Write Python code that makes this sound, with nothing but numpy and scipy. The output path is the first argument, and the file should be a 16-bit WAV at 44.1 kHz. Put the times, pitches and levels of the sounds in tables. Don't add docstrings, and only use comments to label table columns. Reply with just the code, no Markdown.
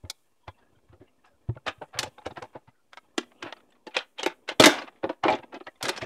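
import sys
import numpy as np
from scipy import signal
from scipy.fft import rfft, irfft
from scipy.io import wavfile
from scipy.ndimage import uniform_filter1d

SR = 44100
rng = np.random.default_rng(int(sys.argv[2]) if len(sys.argv) > 2 else 0)


def put_to_file(sound):
    columns = np.atleast_2d(sound).T
    safe = np.clip(columns, -1, 1)
    whole_steps = np.round(safe * 32767)
    wavfile.write(sys.argv[1], SR, whole_steps.astype(np.int16))


def undo_db(level):
    steps = np.asarray(level, float) / 20
    return 10 ** steps


N = 267201

# (frequency [Hz], level [dB])
HISS_COLOUR = [(18, -14.5), (30, -4.5), (50, -13), (167, -16.5), (399, -11.5), (858, -12), (1210, -16),
               (1570, -17), (9000, -20.5), (15700, -28), (15950, -61.5)]
# (time [s], effort [dB], nail scratch [dB])
FINGER_EFFORT = [(0.0, -76.5, 12), (0.4, -81.5, 8), (0.64, -68.5, -8), (1.27, -73.5, -4), (2.39, -67, 7.5),
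                 (2.772, -79.5, -3), (3.46, -61, -3), (4.02, -75.5, -11.5), (4.539, -64, -9),
                 (4.691, -46.5, -6), (4.86, -61.5, -4), (5.11, -72.5, 0), (5.21, -70.5, -15),
                 (5.52, -59.5, -8), (5.63, -70, 4), (5.859, -73.5, 9), (5.99, -58, 4), (6.06, -43, -14)]
# (time [s], peak [dB], pitch [Hz])
KNOCKS_AND_BUMPS = [(0.037, -35, 89.3), (0.478, -37, 95), (0.763, -57, 109), (0.895, -48, 103),
                    (0.929, -48, 92), (1.001, -49, 106), (1.336, -63.5, 80), (1.487, -18.5, 116),
                    (1.558, -36.5, 131), (1.677, -43.5, 94), (1.778, -43, 108), (1.95, -40.5, 117),
                    (1.989, -37, 126), (2.04, -41, 101), (2.26, -39, 88.5), (2.309, -43.5, 129),
                    (2.373, -44, 148), (2.421, -45.5, 111), (2.554, -44, 134), (2.675, -51, 123),
                    (3.437, -47, 115), (4.265, -45, 167), (4.595, -23.5, 125), (5.038, -41.5, 107.5),
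                    (5.236, -36.5, 124.3), (5.319, -37.5, 114), (5.668, -57, 119), (5.831, -37.5, 131),
                    (6.019, -35.5, 122),
                    (0.042, -48, 250), (1.01, -63, 200), (1.493, -34.5, 290), (1.554, -41.5, 140),
              (1.823, -47, 150), (2.073, -43, 130), (2.3, -46.5, 230), (2.684, -51, 270),
              (4.658, -33.5, 100), (5.285, -40.5, 140), (5.39, -49, 130), (5.885, -42, 200),
              (5.959, -49, 200)]
# (peak time [s], peak [dB], pitch [Hz], t60 [s])
FINGER_DRAGS = [(0.429, -64, 964, .4), (0.43, -70, 3330, 0.16), (0.545, -67, 2700, 0.23),
                (0.565, -65, 966, 0.17), (0.587, -70, 3420, .08), (0.59, -75, 4900, 0.074),
                (0.622, -61, 1700, 0.12), (0.664, -69.5, 1720, 0.16), (0.756, -67, 1470, 0.049),
                (0.756, -68, 3230, .06), (0.89, -65, 1120, 0.054), (0.933, -68, 1900, .06),
                (1.01, -63, 1750, 0.16), (1.08, -69, 2180, .06), (1.082, -62.5, 2790, 0.04),
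                (1.186, -71, 1810, .05), (1.249, -60, 2730, 0.076), (1.262, -71, 5200, .15),
                (1.309, -62.5, 590, 0.073), (1.339, -72, 1450, 0.082), (1.9, -70.5, 1970, 0.13),
                (2.748, -70, 1498, .1), (2.756, -73, 1960, 0.11), (2.788, -69, 1380, 0.095),
                (3.047, -64, 850, 0.068), (3.277, -66, 3360, .1), (3.386, -63, 3074, 0.096),
                (3.705, -71.5, 2700, 0.17), (3.715, -71, 1810, 0.19), (3.803, -67.5, 970, 0.13),
                (5.48, -73, 1890, 0.1)]
# (peak time [s], peak [dB], pitch [Hz], t60 [s])
SINGING_PANELS = [(0.1, -45.5, 3560, .03), (0.484, -50.5, 3400, 0.083), (0.484, -44, 1033, 0.036),
                  (0.482, -51.5, 1675, .04), (1.498, -49, 910, 0.044), (1.573, -47.5, 1415, 0.013),
                  (2.033, -37, 7600, 0.033), (2.185, -56, 3730, 0.027), (2.311, -51.5, 3700, 0.035),
                  (2.376, -45, 1310, 0.068), (2.427, -33, 1070, 0.016), (2.682, -62, 2090, .04),
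                  (3.179, -31.5, 7010, .02), (3.566, -61, 2930, 0.028), (3.568, -59, 4640, .04),
                  (3.704, -68, 8010, .04), (3.724, -57.5, 3550, 0.036), (3.871, -43, 1820, 0.041),
                  (3.873, -42.5, 4540, 0.023), (3.968, -19.5, 2556, 0.027), (4.189, -30, 3210, 0.097),
                  (4.208, -35, 3300, 0.05), (3.99, -35, 3220, 0.044), (4.49, -29, 2900, .03),
                  (4.6, -10, 3436, 0.018), (4.603, -17.5, 1324, 0.04), (4.606, -18, 4300, 0.048),
                  (4.641, -24, 1520, 0.038), (4.789, -38, 4970, 0.048), (4.823, -46, 4270, 0.037),
                  (4.877, -46, 2520, 0.026), (5.239, -28.5, 2950, 0.041), (5.286, -17.5, 807, 0.042),
                  (5.286, -23, 2350, .05), (5.3, -27.5, 806, 0.036), (5.326, -42, 3170, .03),
                  (5.338, -33, 3520, .04), (5.434, -59, 3450, .04), (5.545, -52, 4840, 0.061),
                  (5.64, -64, 4330, 0.054), (5.675, -37.5, 1946, 0.037), (5.757, -61, 2080, 0.031),
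                  (5.757, -62.5, 3530, 0.034), (5.863, -35.5, 3950, 0.056), (5.893, -25.5, 4220, 0.038),
                  (5.965, -41, 4540, 0.033), (5.978, -34.5, 5400, 0.043), (6.02, -32.5, 2200, 0.055),
                  (6.02, -47, 5340, .03), (1.819, -41, 1520, 0.029)]
# (peak time [s], peak [dB], centre [Hz], t60 [s])
SEAM_SPLINTERS = [(1.256, -68, 6500, .1), (1.485, -75.5, 3000, .05), (1.822, -65.5, 8400, .3),
                  (2.26, -42.5, 4600, 0.047), (2.362, -51, 2762, 0.07), (2.312, -51, 3500, 0.036),
                  (3.944, -35.5, 2800, .1), (3.945, -54, 6770, .06), (3.9672, -23.5, 3900, 0.0088),
                  (3.989, -26.5, 3400, .012), (4.232, -24.5, 5200, 0.011), (4.262, -40, 12500, 0.041),
                  (4.488, -31.5, 1610, 0.029), (4.638, -15.5, 2500, 0.024), (4.638, -31, 11500, .15),
                  (4.69, -43.5, 12470, 0.19), (5.237, -39.5, 5200, 0.037), (5.266, -56, 7050, .04),
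                  (5.284, -43.5, 5000, 0.055), (5.303, -43, 6640, .05), (5.325, -30.5, 3290, .03),
                  (5.353, -44, 5460, 0.031), (3.525, -36, 3020, .02), (5.544, -50, 5130, 0.02),
                  (5.603, -49.5, 2800, 0.063), (5.855, -50, 9000, 0.035), (5.883, -28, 6500, 0.045)]
# (frequency [Hz], level [dB], t60 [s])
BOX_MODES = [(253, -9.5, 0.85), (300, -5, 0.13), (338, 5, 0.038), (358, 4, 0.045), (410, -3.5, 0.048),
             (528.2, -2, 0.062), (621, -2, 0.049), (700, -4.5, 0.0025), (771, -7, 0.064), (865.3, -5, 0.11)]
# (peak time [s], peak [dB], centre [Hz], t60 [s])
BOX_BOOMS = [(0.041, -44, 480, 0.2), (0.101, -47, 690, 0.16), (0.488, -37, 510, 0.033),
             (0.93, -48.5, 443, 0.15), (1.013, -42.5, 327, 0.15), (1.494, -32, 360, 0.094),
             (1.568, -36.5, 506, 0.018), (1.669, -24.5, 610, 0.14), (1.82, -30.5, 650, 0.059),
             (1.961, -37, 630, 0.16), (1.999, -36, 600, 0.5), (2.038, -25, 600, 0.048),
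             (2.065, -37.5, 570, 0.11), (2.184, -40.5, 740, 0.052), (2.267, -24, 500, 0.068),
             (2.321, -38.5, 360, 0.016), (2.378, -36.5, 425, 0.1), (2.425, -34, 640, 0.12),
             (2.557, -30.5, 527, 0.06), (3.183, -16, 380, 0.062), (3.433, -33, 400, 0.21),
             (3.462, -30.5, 544, 0.15), (3.872, -31.5, 530, 0.08), (3.969, -23, 502, 0.1),
             (4.196, -34, 643, 0.12), (4.234, -25, 595, 0.052), (4.266, -13.5, 493, 0.022),
             (4.492, -27, 680, 0.08), (4.516, -31, 530, 0.072), (4.602, -4.5, 410, 0.085),
              (4.641, -8, 393, 0.13), (4.664, -2.5, 410, 0.071), (4.686, -22, 385, 0.7),
              (4.82, -36, 464, 0.16), (5.04, -16.5, 410, 0.13), (5.101, -18.5, 481, 0.052),
              (5.257, -12.5, 410, 0.15), (5.287, -18, 797, 0.061), (5.299, -17.5, 640, 0.2),
              (5.335, -20.5, 421, 0.14), (5.388, -38.5, 502, 0.094), (5.443, -38, 410, 0.06),
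              (5.541, -32, 478, 0.084), (5.565, -34.5, 366, 0.05), (5.613, -34, 348, 0.021),
              (5.682, -35.5, 497, 0.059), (5.838, -27, 517, 0.35), (5.899, -22.5, 394, 0.053),
              (5.986, -35, 700, 0.028), (6.029, -26, 520, 0.12)]
# (frequency [Hz], level [dB])
WALL_COLOUR = [(410, -30.5), (700, 10.5), (989, 1.5), (1300, 1.5), (1890, -0.5), (2830, 2), (4070, -3.5),
               (5000, -27.5), (6500, -63), (11000, -120)]
# (frequency [Hz], level [dB])
CRACK_COLOUR = [(2060, -37), (3500, 8), (4090, 5.5), (9690, -10), (14600, -21), (15900, -19.5),
                (16150, -56)]
# (peak time [s], peak [dB], crack brightness [dB], crackle t60 [s])
SUDDEN_SNAPS = [(0.1, -34.5, 10.5, 0.057), (0.627, -57, -17.5, 0.32), (1.573, -45, -44, 0.015),
                (1.666, -27, -12, 0.18), (1.99, -20.5, 3.5, 0.078), (2.063, -39, -30, 0.041),
                (2.44, -43, -18, 0.099), (2.973, -34, -11, 0.075), (3.181, -18, -5, 0.038),
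                (3.526, -28.5, -15, 0.043), (3.704, -59, -3.5, 0.15), (3.723, -54, -8.5, 0.065),
                (3.869, -40.5, -7, 0.095), (3.909, -48, -15.5, 0.27), (3.967, -18, -7.5, 0.09),
                (3.99, -34, -17, 0.26), (4.233, -23.5, -5, 0.071), (4.49, -22, -7.5, 0.045),
                (4.599, -10, 0, 0.14), (4.639, -3, -4.5, 0.085), (4.6587, -1.5, -0.4, .069),
                (4.682, -20, -13.5, 0.76), (4.96, -45.5, -18.5, .19), (5.042, -23, -27, 0.062),
                (5.094, -25.5, -24, 0.086), (5.283, -13.5, -25, 0.08), (5.303, -28.5, -11, 0.22),
                (5.327, -29, -13, 0.12), (5.828, -25.5, 1.5, 0.13), (5.886, -20.5, -9.5, 0.1)]
# (peak time [s], peak [dB], crack brightness [dB], crackle t60 [s])
RUN_UP_POPS = [(0.481, -30.5, -20.5, 0.059), (1.82, -36.5, -47, 0.18), (1.975, -34, -35, 0.1),
               (2.032, -24.5, -2.5, 0.06), (2.184, -40, -24, 0.037), (2.425, -35, -6, 0.066),
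               (2.933, -37, -9.5, 0.062), (3.233, -41, -14, 0.043), (3.428, -27, -10, 0.051),
               (3.468, -35.5, -32, 0.22), (4.263, -18, -6, 0.077), (4.301, -37, -20, 0.24),
               (4.48, -36, -12, 0.28), (4.5, -28, -10.5, 0.08), (4.625, -14, -4, 0.095),
               (4.821, -33, -13, 0.096), (4.926, -47.5, -15, .14), (5.034, -30, -34.5, 0.087),
               (5.131, -42.5, -18.5, 0.16), (5.239, -15.5, -29.5, 0.15), (5.253, -24.5, -29, 0.35),
               (5.388, -40.5, -14, 0.06), (5.61, -38.5, -34, 0.051), (5.67, -32.5, -18, 0.076),
               (5.757, -52.5, -19, 0.049), (5.812, -33.5, -20, 0.18), (5.964, -33, -6, 0.15),
               (5.977, -30, -5.5, 0.075)]
# (peak time [s], peak [dB], crack brightness [dB], crackle t60 [s])
SLOW_CREAKS = [(1.497, -42.5, -52, 0.019), (1.681, -22, -10, 0.08), (1.944, -36.5, -30, 0.21),
               (2.265, -31, -6.5, 0.058), (2.309, -35.5, -27, 0.073), (2.373, -31, -22, 0.12),
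               (2.556, -40, -27, 0.15), (3.45, -36.5, -23, 0.29), (3.952, -32, -16.5, .2),
               (4.186, -35, -9, 0.2), (4.197, -32.5, -6.5, 0.088), (4.208, -33, -14, 0.053),
               (4.518, -36.5, -12.5, 0.13), (4.788, -28.5, -15, 0.051), (4.877, -35.5, -25, 0.14),
               (5.302, -43.5, -19, 0.14), (5.336, -29.5, -15, 0.15), (5.435, -40.5, -33, 0.053),
               (5.53, -37, -30, 0.072), (5.55, -35.5, -19, 0.11), (5.856, -22.5, -4, 0.085),
               (5.893, -21.5, -1.5, 0.056), (5.934, -35.5, -22, 0.18), (6.018, -29.5, -9, 0.21)]
# (peak time [s], peak [dB], crackle t60 [s])
FINGER_TICKS = [(0.053, -51, 0.038), (0.587, -53.5, 0.2), (0.788, -61, 0.089), (0.89, -64, 0.26),
                (0.932, -55.5, 0.085), (1.006, -61.5, 0.61), (1.08, -58.5, 0.059), (1.249, -51, 0.25),
                (1.556, -45.5, 0.021), (2.219, -45, 0.094), (2.505, -51.5, 0.032), (2.532, -50.5, 0.75),
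                (2.677, -49.5, 0.22), (3.046, -58, 0.087), (3.32, -43.5, 0.047), (3.568, -46, 0.22),
                (3.606, -49, 0.039), (3.755, -56, 0.13)]
# (time [s], pitch [Hz])
WALL_STRAIN = [(0.0, 2140), (0.5, 2030), (1.0, 2600), (1.5, 2170), (2.0, 2680), (2.3, 1750), (3.0, 2255),
               (3.7, 3350), (3.95, 3740), (4.2, 3850), (4.3, 2620), (4.5, 3000), (4.66, 2160), (4.85, 2700),
               (5.1, 2170), (5.3, 2700), (5.55, 2240), (6.06, 2540)]

SNAP_MS, POP_MS, CREAK_MS, TICK_MS = 2.9, 7.4, 16.4, 13.4
PANEL_MS, DRAG_MS, SPLINTER_MS = 2.9, 16, 2.5
TICK_BRIGHT_DB = -23
DULL_DB_PER_OCTAVE = 29.5
WALL_TOP_HZ = 3740
SPLINTER_WIDTH = 1.35
ON_WALL_DB, ON_TOP_DB, ON_TABLE_DB = -7, -16.5, -6
LIFT_S, SET_DOWN_S, LIFTED_DB = 3.15, 5.75, -9
HISS_DB = -79.5
HAZE_DB, HAZE_FROM_DB, HAZE_FALL_DB_S = 8.5, -79, 191
GATE_DB, GATE_DEPTH_DB, GATE_TOP_DB = -48, -12.5, -7.5
LIMIT_DB, RELEASE_DB_S = -1.5, 500.5
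OFFSET = -.0004
TOP_CUT = signal.cheby2(12, 45, 16050, fs=SR, output="sos")
LEAD, SIZE = SR // 20, SR // 4
BURST_T = (np.arange(SIZE) - LEAD) / SR


def at_hz(points, hz):
    points_hz, points_db = np.transpose(points)
    return np.interp(np.log(hz), np.log(points_hz), points_db)


def ring(clicks, hz, t60):
    r, w = undo_db(-60 / (t60 * SR)), 2 * np.pi * hz / SR
    return signal.lfilter([0, np.sin(w)], [1, -2 * r * np.cos(w), r * r], clicks + 1e-18)


def band(x, low_hz, high_hz):
    return signal.sosfilt(signal.butter(2, [low_hz, high_hz], "band", fs=SR, output="sos"), x)


def colour(x, spectrum):
    hz = np.maximum(np.fft.rfftfreq(len(x), 1 / SR), 1)
    return irfft(rfft(x) * undo_db(at_hz(spectrum, hz)), len(x))


def cracks(size, per_s, spread_db):
    chance = rng.random(size)
    loud = rng.exponential(1, size)
    sign = rng.choice([-1, 1], size)
    return (chance < per_s / SR) * undo_db(spread_db * np.minimum(loud, 4)) * sign


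def swell(t, rise, t60):
    return undo_db(np.where(t < 0, 20 * t / rise, -60 * t / t60))


def around(hz, centre_hz, octaves):
    return np.exp(-.5 * (np.log2(hz / centre_hz) / octaves) ** 2)


def top_one(x):
    return x / np.sqrt(2 * uniform_filter1d(x ** 2, 88).max() + 1e-30)


def rms_one(x):
    return x / np.sqrt(np.mean(x ** 2) + 1e-30)


def lay(track, s, sound):
    at = round(s * SR)
    track[at:at + len(sound)] += sound


def smooth_db(x):
    return 10 * np.log10(uniform_filter1d(x ** 2, size=500) + 1e-12)


def hold(level, fall_per_s):
    fall = fall_per_s * np.arange(N) / SR
    return np.maximum.accumulate(level + fall) - fall


def haze(x):
    return np.clip((hold(smooth_db(x), HAZE_FALL_DB_S) - HAZE_FROM_DB) / 25, 0, 1)


def amplifier_hiss(x):
    hiss = undo_db(HISS_DB) * rms_one(colour(rng.standard_normal(N), HISS_COLOUR))
    lift = undo_db(HAZE_DB * haze(band(x, 4500, 12000))) - 1
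    return hiss + lift * band(hiss, 5800, 18000)


def room(x):
    t = np.arange(SR // 2) / SR
    low, high = rng.standard_normal((2, len(t))) * (t > .008)
    low_tail = band(low, 250, 6000) * undo_db(-60 * t / .28)
    high_tail = band(high, 3500, 11000) * undo_db(-60 * t / .2)
    tail = low_tail + 0.61 * high_tail
    return signal.fftconvolve(x, tail / np.sqrt(np.sum(tail ** 2)))[:N]


def rustle():
    t, (s, effort_db, scratch_db) = np.arange(N) / SR, np.transpose(FINGER_EFFORT)
    box_db, scratch_db = np.interp(t, s, effort_db), np.interp(t, s, scratch_db)
    wall_db = box_db + ON_WALL_DB + 0.6 * scratch_db
    top_db = box_db + ON_TOP_DB + scratch_db
    lifted = uniform_filter1d(1. * (t > LIFT_S) * (t < SET_DOWN_S), size=4000)
    rumble_db = box_db + ON_TABLE_DB + LIFTED_DB * lifted

    clump = rms_one(band(rng.standard_normal(N), 6.2, 40))
    creaks = cracks(N, per_s=15000, spread_db=6.5) * undo_db(1.4 * np.clip(clump, -3, 3))
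    rumble = band(rng.standard_normal(N), 45, 130) * undo_db(3.5 * clump)
    box = band(sum(undo_db(g) * ring(creaks, hz, 0.12 * t60) for hz, g, t60 in BOX_MODES), 250, 770)
    wall = np.zeros(N)
    for hz in (1070, 1280, 1750, 2370, 2700, 3200):
        fade_db = 4.1 * rms_one(band(rng.standard_normal(N), 1.5, 7))
        wall += undo_db(fade_db) * ring(creaks, hz, 28.0 / hz)
    wall = band(band(wall, 960, 5600), 700, 3700)
    top = band(colour(creaks, CRACK_COLOUR), 7400, 16000)
    parts = ((rumble_db, rumble), (box_db, box), (wall_db, wall), (top_db, top))
    return sum(undo_db(db) * rms_one(x) for db, x in parts)


def knocks():
    out = np.zeros(N + SR)
    push = np.zeros(SIZE)
    push[:300] = np.hanning(300)
    jolt = np.gradient(push)
    for s, db, hz in KNOCKS_AND_BUMPS:
        thud = ring(jolt, hz, 0.11)
        thud = thud + 0.092 * ring(jolt, 0.2 * hz, 0.15) + 0.5 * ring(jolt, 1.7 * hz, 0.011)
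        lay(out, s, -undo_db(db) * thud / np.abs(thud).max())
    return out[:N]


def panels(rows, rise_ms, cycles):
    out = np.zeros(N + SR)
    for s, db, hz, t60 in rows:
        push = cracks(SIZE, per_s=4100, spread_db=2.5)
        push = push * swell(BURST_T, rise_ms / 1000, np.clip(t60, .008, .5))
        pair = ring(push, 0.97 * hz, cycles / hz) - ring(push, 0.99 * hz, cycles / hz)
        lay(out, s, undo_db(db) * top_one(band(pair, 0.97 * hz, 1.7 * hz)))
    return out[LEAD:LEAD + N]


def splinters():
    out = np.zeros(N + SR)
    for s, db, hz, t60 in SEAM_SPLINTERS:
        burst = cracks(SIZE, per_s=5500, spread_db=4.5)
        burst[LEAD] = 5.5
        burst = burst * swell(BURST_T, SPLINTER_MS / 1000, np.clip(t60, .005, .5))
        low, high = hz / SPLINTER_WIDTH, min(hz * SPLINTER_WIDTH, 15700)
        click = band(band(burst, low, high), low, high)
        lay(out, s, undo_db(db) * top_one(click))
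    return out[LEAD:LEAD + N]


def booms():
    out = np.zeros(N + SR)
    for s, db, centre_hz, t60 in BOX_BOOMS:
        rise = 0.0056 * undo_db(-0.4 * max(db + 23, 0))
        push = cracks(SIZE, per_s=3400, spread_db=2.0)
        push = push * swell(BURST_T + 0.0027, rise, 0.81 * np.clip(t60, .01, .4))
        strength, bend = rng.normal(0, 1, (2, len(BOX_MODES)))
        boom = np.zeros(SIZE)
        for (hz, g, mode_t60), a, b in zip(BOX_MODES, strength, bend):
            gain = undo_db(g + 2 * a) * around(hz, 1.155 * centre_hz, 0.48)
            boom += gain * ring(push, hz * (1 + b / 60), mode_t60)
        body = band(band(boom, 270, 980), 150, 1500)
        lay(out, s, undo_db(db) * top_one(body + 0.036 * band(boom, 30, 86)))
    return out[LEAD:LEAD + N]


def buckles():
    ticks = [(s, db, TICK_BRIGHT_DB, t60) for s, db, t60 in FINGER_TICKS]
    kinds = ((SUDDEN_SNAPS, SNAP_MS), (RUN_UP_POPS, POP_MS), (SLOW_CREAKS, CREAK_MS), (ticks, TICK_MS))
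    strain_s, strain_hz = np.transpose(WALL_STRAIN)
    out = []
    for rows, rise_ms in kinds:
        for s, db, bright_db, t60 in rows:
            octaves = max(bright_db, -30) / DULL_DB_PER_OCTAVE
            centre_hz = np.interp(s, strain_s, strain_hz) * 2 ** octaves
            out.append((s, db, centre_hz, bright_db, rise_ms, t60))
    return out


def snaps():
    out = np.zeros(N + SR)
    steep = signal.butter(4, WALL_TOP_HZ, fs=SR, output="sos")
    for s, db, centre_hz, bright_db, rise_ms, t60 in buckles():
        rise, t60 = rise_ms / 1000, np.clip(t60, .02, .5)
        burst = cracks(SIZE, per_s=7000, spread_db=3.5)
        burst[LEAD - 30] = min(0.078 / rise, 9.0)

        strength, bend = rng.normal(0, 1, (2, 26))
        pitches = np.geomspace(750, 4700, 26) * (1 + 0.045 * bend)
        gains = undo_db(at_hz(WALL_COLOUR, pitches) + 3.4 * strength)
        gains = gains * around(pitches, centre_hz, 0.75) * np.sqrt(pitches)
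        push = burst * swell(BURST_T, rise, 0.82 * t60)
        wall = sum(g * ring(push, hz, 35.0 / hz) for hz, g in zip(pitches, gains))
        wall = band(signal.sosfilt(steep, wall), 520, 7700)

        edge = burst * swell(BURST_T, 0.51 * rise, 0.67 * t60)
        edge = band(colour(edge, CRACK_COLOUR), 3600, 22000)
        top_hz = 5500 + 14000 * undo_db(min(1.3 * bright_db, 0))
        air = 0.18 * band(edge, 5600, 18500)
        edge = band(band(edge, 1500, top_hz), 1200, top_hz) + air
        lay(out, s, undo_db(db) * (top_one(wall) + undo_db(bright_db) * top_one(edge)))
    return out[LEAD:LEAD + N]


def gate(x):
    level_db = smooth_db(x)
    under_db = np.minimum(GATE_DB, hold(level_db, 70) - 14) - level_db
    shut = 1 / (1 + undo_db(-4 * np.clip(under_db, -30, 30)))
    shut = uniform_filter1d(shut, size=200)
    darker = x + (undo_db(GATE_TOP_DB * shut) - 1) * band(x, 2800, 12000)
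    return undo_db(GATE_DEPTH_DB * shut) * darker


def limit(x):
    over = np.maximum(20 * np.log10(np.abs(x) + 1e-9) - LIMIT_DB, 0)
    ahead = uniform_filter1d(np.roll(hold(over, RELEASE_DB_S), -40), size=80)
    return x * undo_db(-ahead)


def scene():
    fingers = rustle() + panels(FINGER_DRAGS, DRAG_MS, cycles=32.0)
    box = snaps() + booms()
    trimmed = gate(box + undo_db(-19.5) * room(box) + knocks())
    singing = panels(SINGING_PANELS, PANEL_MS, cycles=26.0)
    return (trimmed + fingers + singing + splinters())[None]


def roll_off(x):
    return signal.sosfilt(signal.butter(12, 17060, fs=SR, output="sos"), x)


def record(dry):
    x = signal.sosfilt(TOP_CUT, dry[0])
    x = signal.sosfilt(signal.butter(2, 35, "high", fs=SR, output="sos"), x)
    x = limit(x)
    hiss = amplifier_hiss(x)
    x = x * np.minimum(np.arange(N)[::-1] / 80, 1)
    return roll_off((x + hiss + OFFSET)[None])


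dry = scene()
out = record(dry)
put_to_file(out)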